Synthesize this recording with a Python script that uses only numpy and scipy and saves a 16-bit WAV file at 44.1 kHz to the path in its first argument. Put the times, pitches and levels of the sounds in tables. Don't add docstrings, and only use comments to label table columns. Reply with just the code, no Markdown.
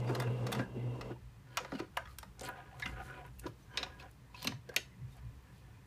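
import sys
import numpy as np
from scipy import signal
from scipy.fft import rfft, irfft, next_fast_len
from scipy.io import wavfile
from scipy.ndimage import uniform_filter1d

SR = 44100
rng = np.random.default_rng(int(sys.argv[2]) if len(sys.argv) > 2 else 0)


def boost(x):
    u = np.asarray(x, float) / 20
    return 10 ** u


def generate_wav(signal):
    frames = np.transpose(np.atleast_2d(signal))
    scaled = np.clip(frames, -1, 1) * 32767
    pcm = np.round(scaled).astype(np.int16)
    wavfile.write(sys.argv[1], SR, pcm)


N = 258676
TIME = np.arange(N) / SR

# (frequency [Hz], density [dB per Hz])
AIR = [(13, -55), (22, -3), (43, 14), (125, -5.5), (217, -19), (263, -7.5), (347, -16), (432, -14),
       (618, -21), (988, -18.5), (2520, -27), (13200, -37.5), (16000, -36)]
# (middle [s], length [s], level [dB])
LEANS = [(0.0, 0.068, -55), (0.33, 0.43, -60), (0.68, .25, -56), (1.03, 0.27, -55), (1.24, 0.12, -56),
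         (2.1, 0.49, -58.5), (2.47, .07, -62), (2.94, 0.25, -48), (3.2, 0.075, -56), (3.39, 0.2, -53.5),
         (3.9, 0.28, -54), (5.0, 0.29, -61), (5.23, 0.41, -52.5)]
# (middle [s], length [s], level [dB])
BUMPS = [
    (1.3, 1, -59.5),
    (2.47, 0.086, -55),
    (2.88, 0.3, -51.5),
    (3.14, 0.09, -56.5),
    (3.27, 0.15, -56.5),
    (3.5, 0.088, -48.5),
    (4.51, 0.16, -46),
    (5.04, 0.085, -43.5),
    (5.27, 0.09, -48),
    (5.65, 0.47, -66),
]
# (time [s], load [dB])
LOAD = [(0.0, -45.5), (0.11, -40.5), (.17, -40.5), (.22, -41), (0.3, -44.5), (.38, -44), (0.45, -43.5),
        (.53, -41.5), (0.6, -38.5), (0.67, -51), (.72, -52.5), (.77, -49), (0.84, -49), (.97, -47.5),
        (1.04, -47.5), (1.12, -46.5), (1.17, -71)]
# (middle [s], length [s], note level [dB])
STROKES = [
    (0.0, 0.099, -35),
    (0.09, 0.11, -35),
    (0.2, 0.063, -34.5),
    (0.3, .13, -34),
    (0.43, 0.15, -36.5),
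    (0.6, 0.08, -36),
    (0.87, 0.23, -37),
    (1.11, 0.16, -46),
]
# (frequency [Hz], density [dB per Hz])
RUMBLE = [(82, -49), (140, -27), (158, -6.5), (296, -6), (799, -12), (968, -8.5), (1810, -28.5),
          (2750, -64), (3510, -37), (9000, -27.5), (11700, -91), (19800, -120)]
# (frequency [Hz], width [Hz], level [dB])
GEARS = [(194.6, 18, 0), (263, 24, -31), (293, 62, -12), (364, 10, -8), (457, 19, -1), (510, 9.6, -5),
         (960, 100, -35), (1220, 40, -28), (1440, 57, -20), (2040, 39, -17.5)]
# (time [s], peak [dB], lowest [Hz], highest
# [Hz])
TICKS = [(.002, -48, 1500, 9000), (2.3945, -39, 3000, 10000), (2.4095, -38, 2500, 9500),
         (2.4165, -46, 8000, 15500), (2.42, -46, 2800, 8000), (2.434, -40, 6300, 9500),
         (2.4415, -44, 6000, 10900), (2.4492, -40, 6000, 9000), (2.4495, -47, 9500, 14000),
         (2.463, -47, 9500, 11500), (2.474, -50, 5000, 10000), (4.4275, -38, 12000, 15500),
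         (4.445, -38, 12500, 15500), (4.4715, -37, 11300, 13300), (4.421, -42, 3900, 5000),
         (4.3645, -52, 2200, 5200), (4.7642, -19, 1700, 3800), (2.476, -54, 9000, 15000),
         (2.4875, -43, 9500, 15500), (2.877, -45.5, 4000, 11000), (2.914, -58, 5000, 12000),
         (3.263, -56, 9000, 15000), (3.333, -66, 8000, 13000), (3.386, -51, 12000, 15500),
         (3.48, -57, 10500, 15000), (4.716, -56, 500, 1500), (4.7626, -25, 2000, 14000),
         (4.4725, -27, 1700, 3200), (1.971, -31.5, 905, 3480), (1.571, -33, 3000, 13900),
         (.092, -42, 600, 3030), (2.245, -58, 6000, 14000), (4.405, -56, 3500, 6000),
         (4.435, -52, 3500, 15000), (5.168, -57, 6500, 15000), (5.58, -63, 6000, 14000)]
CASE_HZ = [550, 745, 985, 1230, 1430, 1660, 1940, 2080, 2420, 2560, 2820, 3200, 3540, 3770, 4150, 4400,
           5200, 5600, 6500, 7500, 8300, 9700, 11500, 13300]
# (time [s], peak [dB], body share [dB], edge share [dB])
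LINKAGE = [(0.0747, -46, 7, -17), (0.0914, -46.5, 14, -3), (0.1044, -51, 7, -5), (0.1486, -33, 1.5, -6),
           (0.1984, -33.5, 4.5, -1), (0.2201, -43, 12, 0), (0.2374, -53, 17, -22), (0.2721, -53, 16, -26),
           (0.4659, -32.5, -3, -10.5), (0.5178, -35.5, 3.5, -2.5), (0.5245, -29, -5, 0),
           (0.5474, -36.5, 5, -9), (0.5914, -39, 9.5, -24), (0.6, -49, 0, -28), (1.0096, -36, -0.5, -17)]
# (time [s], peak [dB], body share [dB], edge share [dB])
LEVER = [(1.5708, -22, -2.5, -9.5), (1.5844, -40, 9.5, -19), (1.6467, -40.5, 7, -23),
         (1.7185, -43.5, 11.5, -29), (1.7914, -42, 7.5, -13), (1.7974, -36.5, 5, -13),
         (1.9701, -36.5, 13.5, 0.5), (1.9816, -57, 16, -18), (2.2287, -40, 2, -10), (2.4862, -46, 11, -5),
         (3.4329, -70, 8, -16), (3.4574, -54, 5, -20), (3.464, -39, -0.5, -22), (4.0244, -48, -12, -22),
         (4.519, -47, 10.5, -19), (4.74, -48, 4, -4)]
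# (time [s], peak [dB], body share [dB], edge share [dB])
JEWELS = [(1.735, -53, 2, -20), (1.7509, -42.5, 4.5, -25), (1.786, -46, 0, -8), (2.021, -61, 1, -13),
          (2.0543, -48.5, 7.5, -25), (2.072, -53, 8, -19), (2.1846, -36, -4, 6), (2.821, -35.5, -4, -36),
          (2.8583, -30, 0, -17), (3.3941, -45.5, -15, 9), (4.346, -44, -18, -25), (4.4448, -31, -13, -5),
          (4.471, -21.5, -12, -12.5), (4.6904, -43, -4, -7.5)]
# (time [s], peak [dB], body share [dB], edge share [dB])
PLATE = [(2.3942, -50, -16, -3), (2.4092, -45, -19, -10), (2.4346, -50, -12, -5), (2.797, -39.5, -4, -4),
         (3.7728, -19, -14.5, -21.5), (3.8302, -25, -6, -25), (3.9978, -47, -1.5, -10),
         (4.1117, -66, -8, 17.5), (4.4204, -41, -19, -5), (4.4269, -34, -15, -5),
         (4.7623, -17.5, -11.5, -2.5)]
# (middle [s], length [s],
# level [dB], frequency [Hz])
SQUEAKS = [(0.088, 0.044, -65, 3680), (0.088, 0.046, -63.5, 4700), (0.293, 0.072, -58, 990),
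           (.3, 0.13, -50, 442), (.47, .07, -45.5, 450), (.57, 0.055, -52, 550), (.77, .05, -49, 403),
           (1.05, .1, -56, 505), (.88, 0.17, -70, 2050), (0.956, 0.037, -58, 960), (1.165, 0.021, -61, 930),
           (2.097, 0.067, -60.5, 1230), (2.51, .05, -52, 750), (2.575, .14, -59.5, 1606),
           (2.59, 0.1, -56, 750), (2.753, 0.11, -60.5, 750), (2.992, 0.081, -53, 1450),
           (2.991, 0.054, -62, 2700), (3.01, 0.042, -50.5, 750), (3.121, 0.062, -51, 1440),
           (3.136, .06, -65, 2450), (3.229, 0.06, -55, 750), (3.635, .03, -76, 6000),
           (3.74, 0.065, -77, 6000), (3.74, 0.084, -60, 1590), (3.928, 0.076, -72, 1660),
           (4.061, .06, -60, 750), (4.4, 0.05, -62, 4300), (3.445, .025, -60, 1700),
           (1.755, .022, -56, 2900), (1.795, .025, -53, 2750), (3.18, .06, -62, 2400),
           (2.875, .03, -57, 1500), (3.397, .02, -64, 2750), (3.745, .04, -66, 3100), (3.8, .05, -62, 5200),
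           (4.93, .05, -71, 2000), (5.031, 0.06, -73, 2000), (5.13, .05, -73, 3700), (5.175, .04, -66, 750),
           (5.503, .04, -71, 1700), (5.65, .06, -75, 1750), (5.758, .1, -76, 2460)]
# (time [s], peak [dB], frequency [Hz], t60 [s])
THUDS = [(0.097, -34, 341, 0.086), (0.198, -40, 360, 0.12), (.275, -48, 418, 0.068),
         (.49, -44.5, 473, 0.072), (.83, -47.5, 296, 0.075), (.102, -39, 720, .06), (0.594, -38, 224, 0.12),
         (0.769, -41.5, 211, 0.04), (1.099, -45, 302, 0.1), (1.599, -48, 428, 0.11),
         (1.724, -38.5, 212, 0.16), (1.801, -36, 286, 0.025), (1.818, -47, 356, 0.083),
         (2.41, -44.5, 480, 0.089), (2.858, -46.5, 227, 0.23), (3.455, -40, 292, 0.1),
         (3.464, -47, 484, .05), (4.448, -43, 237, 0.051), (4.475, -39, 219, 0.16),
         (4.516, -50.5, 240, 0.11), (4.689, -47.5, 416, 0.11), (4.761, -47.5, 320, 0.15),
         (4.764, -43, 560, 0.052)]
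# (time [s], peak [dB], frequency [Hz], t60 [s])
RINGS = [(.149, -42, 4100, .03), (.2, -43.5, 4740, 0.021), (0.27, -45.5, 2660, 0.044),
         (.525, -40, 3595, 0.037), (.525, -47, 4630, 0.036), (1.572, -42, 1315, .12),
         (1.572, -44, 2940, 0.096), (1.572, -46, 727, 0.08), (1.973, -33.5, 1714, .037),
         (1.971, -34, 670, 0.092), (1.972, -41, 1570, 0.14), (.2, -48, 3590, 0.12), (.6, -44, 1627, 0.2),
         (1.01, -43, 1230, 0.05), (1.969, -31.5, 2790, 0.029), (2.484, -45, 1475, 0.17),
         (2.824, -35.5, 2040, 0.09), (2.859, -43.5, 2055, 0.13), (2.856, -42, 2784, 0.088),
         (2.824, -44, 3760, 0.071), (2.823, -38, 1720, 0.086), (3.776, -33.5, 1655, 0.034),
         (3.774, -35, 3780, 0.057), (3.775, -41.5, 2595, 0.095), (3.774, -45, 5560, .03),
         (4.445, -39, 2770, 0.057), (4.471, -34, 4170, .04), (4.472, -36.5, 5900, .03),
         (3.774, -35.5, 4050, 0.073), (3.829, -34, 3840, 0.038), (3.997, -49.5, 2560, 0.04),
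         (4.023, -50, 1460, 0.071), (4.299, -63.5, 990, .08), (4.346, -46, 2580, 0.047),
         (4.344, -48, 990, 0.053), (4.375, -56, 990, .04), (4.425, -51, 990, 0.048),
         (4.45, -43, 990, 0.063), (4.475, -30.5, 2660, 0.026), (4.692, -46.5, 1657, 0.078),
         (4.763, -23, 2410, 0.022), (4.764, -33, 1904, .04), (4.764, -30, 3190, 0.048),
         (4.764, -30, 2850, 0.043), (4.763, -39, 5550, 0.031), (4.764, -40, 4330, 0.049),
         (4.741, -52, 1700, 0.054), (4.69, -45, 500, .05), (3.463, -42, 980, .07)]
# (middle [s], length [s], pressure [dB])
PULLS = [(1.63, 0.25, -55.5), (1.81, 0.1, -55), (2.0, 0.11, -61.5), (2.1, 0.17, -70), (2.415, 0.054, -54),
         (2.455, 0.045, -45.5), (2.495, 0.054, -44.5), (2.575, 0.093, -53.5), (2.7, 0.46, -60.5),
         (2.89, 0.19, -53), (3.0, 0.081, -49.5), (3.11, 0.16, -53), (3.19, 0.062, -51),
         (3.26, 0.067, -55.5), (3.455, 0.054, -52.5), (3.81, 0.14, -47.5), (3.91, 0.22, -59),
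         (4.04, .09, -56), (4.38, 0.086, -63), (4.46, 0.11, -55.5), (4.73, 0.1, -60), (5.18, 0.042, -64),
         (1.12, 0.023, -53), (5.23, .05, -72), (5.5, 0.099, -72), (5.7, .15, -71)]
# (middle [s], length [s], scrape [dB], weave hiss share [dB])
SCUFFS = [(1.604, 0.21, -68, -11), (1.75, 0.084, -61, -11), (2.11, 0.065, -69, -2), (2.43, 0.042, -78, 7),
          (2.459, 0.041, -50.5, -13), (2.855, 0.16, -65, -3.5), (3.06, 0.1, -70.5, 3),
          (3.16, 0.05, -73, -8), (3.265, 0.035, -86, 5), (3.393, 0.12, -86, 10), (3.797, 0.091, -62, -18),
          (4.01, 0.036, -61.5, -17), (4.39, 0.075, -57.5, -13), (4.445, 0.071, -54.5, -9),
          (4.52, 0.055, -66, -11), (5.126, 0.081, -81.5, 8), (5.18, .04, -74, -6), (5.58, .1, -75.5, -6),
          (3.612, .1, -81, 2), (3.477, .04, -74, 4)]
# (frequency [Hz], width [Hz], level [dB])
BED = [(385, 36, 4), (519, 50, 11), (750, 37, 14.5), (990, 47, 14.5), (1230, 15, 9), (1440, 39, 13),
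       (1647, 9.6, 9.5), (1630, 32, -29), (2000, 53, -40), (2380, 75, -10.5)]
# (frequency [Hz], width [Hz], level [dB])
SCRAPE = [(2530, 90, 0), (3200, 120, -4), (4150, 200, 0), (4600, 150, -4), (6000, 300, -12)]


def unit(x):
    return x / np.sqrt(np.mean(x ** 2))


def noise():
    return rng.standard_normal(N)


def band(x, lo_hz, hi_hz):
    return signal.sosfilt(signal.butter(2, [lo_hz, hi_hz], "band", fs=SR, output="sos"), x)


def shaped(points):
    hz, db = np.transpose(points)
    f = np.maximum(np.arange(N // 2 + 1) * SR / N, 1)
    return irfft(rfft(noise()) * boost(np.interp(np.log(f), np.log(hz), db)), N)


def walk(rate_hz):
    k = int(SR / rate_hz)
    held = np.repeat(rng.standard_normal(N // k + 1), k)
    return 0.74 * uniform_filter1d(uniform_filter1d(held, k), k)[:N]


def resonate(x, modes, flicker_db=0):
    out = np.zeros(N)
    for hz, width, db in modes:
        ringing = signal.lfilter(*signal.iirpeak(hz, hz / width, SR), x)
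        out += boost(db + flicker_db * walk(22.03)) * ringing / np.sqrt(width)
    return out


def even(x, share):
    envelope = np.abs(signal.hilbert(x, next_fast_len(N))[:N] + 1e-9)
    return unit(x / envelope ** share)


def steady(x, size=2600):
    return x / np.sqrt(uniform_filter1d(x ** 2, size=size))


def swells(rows, rest_db=-120):
    t = TIME[::32]
    power = boost(2 * rest_db)
    for s, length, db in rows:
        power = power + boost(2 * db) * np.exp(-8 * ((t - s) / length) ** 2)
    return np.interp(TIME, t, np.sqrt(power))


def add(track, s, sound):
    i = int(s * SR)
    track[i:i + len(sound)] += sound[:N - i]


def air():
    hiss = shaped(AIR)
    room = band(hiss, 117.5, 20000) * boost(-66 + 1.1 * walk(2.24)) / np.std(band(hiss, 150, 15000))
    hum = boost(-67.5) * unit(resonate(noise(), [(187.3, 13.6, 0)], 4.7))
    stir = boost(-89.5) * unit(resonate(noise(), BED, 2.6))
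    fan_modes = [(985, 68, 1.0), (1783, 140, 2.5), (2000, 92, -5), (2420, 140, -5)]  # Hz, width Hz, dB
    fan = unit(resonate(noise(), fan_modes, 3.8))
    return room + hum + stir + swells([(5.25, 2.5, -73), (1.26, 0.44, -73)], -80.5) * fan


def table():
    after = np.clip((TIME - 1.17) / 0.064, 0, 1)
    sway = resonate(noise(), [(58, 16, 0)])
    note = resonate(noise(), [(122.8, 22, 0)])
    swaying = swells(LEANS, rest_db=-63.5) * even(band(sway, 49, 82), 0.3)
    humming = swells(BUMPS, rest_db=-60.5) * even(band(note, 85, 153), 0.35)
    return swaying + after * humming


def motor():
    load_db = np.interp(TIME, *np.transpose(LOAD))
    stop_s, whine_hz, waver_hz = 1.246, 2760, 110
    running = np.clip((stop_s - TIME) / 0.073, 0, 1)

    turn = 2 * np.pi * 122.5 * TIME + 0.7 * walk(41.23)
    note = np.sin(turn) + 0.13 * np.sin(2 * turn + .6) + .08 * np.sin(3 * turn)
    note = note * np.sqrt(2) * swells(STROKES, -60) * boost(2.6 * walk(34.3))

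    mesh = noise() * boost(3.5 * walk(160))
    broad = unit(shaped(RUMBLE)) * boost(1.4 * walk(89.8) + 3.2 * walk(24.7))
    frame = unit(resonate(mesh, GEARS, 9.2)) + boost(-1.0) * broad
    rumble = steady(band(frame, 198, 1024))
    rasp = steady(band(frame, 720, 4160)) + boost(-24.0) * unit(band(mesh, 2200, 11600))

    breathy = even(resonate(noise(), [(whine_hz, 130, 0)]), 0.25)
    whine_turn = 2 * np.pi * np.cumsum(whine_hz + waver_hz * walk(45)) / SR
    whine = .9 * breathy + .7 * np.sin(whine_turn) * boost(3 * walk(30))
    whine += boost(-7) * unit(resonate(mesh, [(3200, 90, 0), (3650, 60, -5), (2030, 70, -8)]))

    rasp_gain = boost(-48 + 1.5 * (load_db + 42.5))
    whine_gain = boost(-62.5 + 0.7 * (load_db + 40.5) + 2.7 * walk(14.5))
    return running * (note + boost(load_db) * rumble + rasp_gain * rasp + whine_gain * whine)


def ticks():
    out, t = np.zeros(N), np.arange(int(.03 * SR)) / SR
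    for s, db, lo_hz, hi_hz in TICKS:
        snap = rng.standard_normal(len(t)) * np.exp(-t / 0.0022)
        tick = band(band(snap, lo_hz, hi_hz), lo_hz, hi_hz)
        add(out, s, boost(db) * tick / np.abs(tick).max())
    return out


def clicks(rows, t60_s, low_db, close_s):
    out, t, modes = np.zeros(N), np.arange(int(.14 * SR)) / SR, np.array(CASE_HZ)[:, None]
    fall = np.log(1000) * t / t60_s
    rise = 1 - np.exp(-t / close_s)
    mode_decay = np.exp(-1.2 * fall * (modes / 2000) ** .3)
    crack_decay = 1.04 * np.exp(-t / 0.00078) + np.exp(-1.1 * fall) + boost(-42.0) * np.exp(-.3 * fall)
    for s, db, mid_db, top_db in rows:
        level_chance, pitch_chance = rng.standard_normal((2, len(modes), 1))
        rough, bright = rng.standard_normal((2, len(t)))
        chatter = (rough ** 3 * np.exp(-2.2 * fall) * rise)[:900]
        tones = np.sin(2 * np.pi * modes * (1 + 0.023 * pitch_chance) * t)
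        ring = np.sum(boost(2.1 * level_chance) * mode_decay * tones, axis=0)
        blow = signal.fftconvolve(ring, chatter)[:len(t)]
        crack = band(bright, 210, 14000) * rise * crack_decay
        blow = blow / np.abs(blow).max() + 0.74 * crack
        shares = ((580, 1050, mid_db + low_db), (1050, 2100, mid_db), (2200, 6500, 0), (6800, 16000, top_db))
        for lo, hi, share_db in shares:
            part = band(band(blow, lo, hi), lo, hi) * np.exp(-.3 * fall * (lo / 6800) ** 2)
            add(out, s, boost(db + share_db - 4.5) * part / np.abs(part).max())
    return out


def machine_clicks():
    return (clicks(LINKAGE, t60_s=0.042, low_db=-2.1, close_s=0.0027)
            + clicks(LEVER, t60_s=0.033, low_db=-2.5, close_s=0.0013)
            + clicks(JEWELS, t60_s=0.03, low_db=-12, close_s=0.0023)
            + clicks(PLATE, t60_s=0.04, low_db=-4.5, close_s=0.00036))


def squeaks():
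    out, t = np.zeros(N), np.arange(-.2 * SR, .2 * SR) / SR
    for s, length, db, hz in SQUEAKS:
        half_hz = 45 + .01 * hz
        tone = unit(band(rng.standard_normal(len(t)), hz - half_hz, hz + half_hz))
        bell = boost(db) * tone * np.exp(-4 * (t / length) ** 2)
        add(out, max(s - .2, 0), bell[int(max(.2 - s, 0) * SR):])
    return out


def thuds():
    out, t = np.zeros(N), np.arange(int(.3 * SR)) / SR
    for s, db, hz, t60 in THUDS:
        push = rng.standard_normal(len(t)) * np.exp(-np.log(1000) * t / t60) * (1 - np.exp(-t / 0.0011))
        knock = band(push, hz / 1.167, hz * 1.28) + 0.31 * band(push, 154, 483)
        add(out, s, boost(db + 6.5) * knock / np.abs(knock).max())
    return out


def rings():
    out, t = np.zeros(N), np.arange(int(.25 * SR)) / SR
    for s, db, hz, t60 in RINGS:
        rough = unit(band(rng.standard_normal(len(t)), hz * .95, hz * 1.05))
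        tone = np.sin(2 * np.pi * hz * t) + .9 * rough
        rise = 1 - np.exp(-t / (0.0032 * t60))
        add(out, s, boost(db) * tone * rise * np.exp(-np.log(1000) * t / t60))
    return out


def cloth():
    grains = noise() * boost(5 * walk(330) + 1.2 * walk(40))
    flicker_db = 4.5
    loose = boost(-8.5) * unit(band(grains, 200, 620)) + boost(-13.5) * unit(band(grains, 670, 3000))
    hollow = boost(-4) * unit(resonate(grains, BED, flicker_db)) + loose
    bed = steady(band(band(hollow, 200, 3300), 150, 4200))

    plate = unit(resonate(grains, SCRAPE, flicker_db))
    scrape = steady(plate + unit(band(band(grains, 2300, 4800), 2000, 6000)), size=900)

    fibres = noise() * boost(3.5 * walk(400))
    hiss = np.zeros(N)
    for hz, db in ((3800, 0), (5600, 0), (8000, -3)):
        hiss += boost(db + 2.0 * walk(30)) * band(fibres, hz, 2.2 * hz)
    hiss = steady(hiss)

    scuff = swells([(s, length, db) for s, length, db, _ in SCUFFS])
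    weave = swells([(s, length, db + share_db) for s, length, db, share_db in SCUFFS])
    return swells(PULLS) * (bed + boost(-26.5) * hiss) + scuff * scrape + weave * hiss


def room_tail(blows):
    t = np.arange(int(.4 * SR)) / SR
    tail = rng.standard_normal(len(t)) * np.exp(-np.log(1000) * t / 0.22) * (t > .004)
    tail = band(tail, 220, 8900)
    return signal.fftconvolve(blows, tail / np.sqrt(np.sum(tail ** 2)))[:N]


def scene():
    parts = rings()
    blows = ticks() + machine_clicks() + thuds() + parts
    wet = room_tail(blows - 0.6 * parts)
    mix = air() + table() + motor() + squeaks() + cloth() + blows + boost(-14) * wet
    return mix[None]


def top_cut(x):
    return signal.sosfilt(signal.butter(12, 16490, fs=SR, output="sos"), x)


def record(dry):
    cut = signal.sosfilt(signal.ellip(6, .3, 24, 15250, fs=SR, output="sos"), dry)
    return top_cut(cut)


dry = scene()
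out = record(dry)
generate_wav(out)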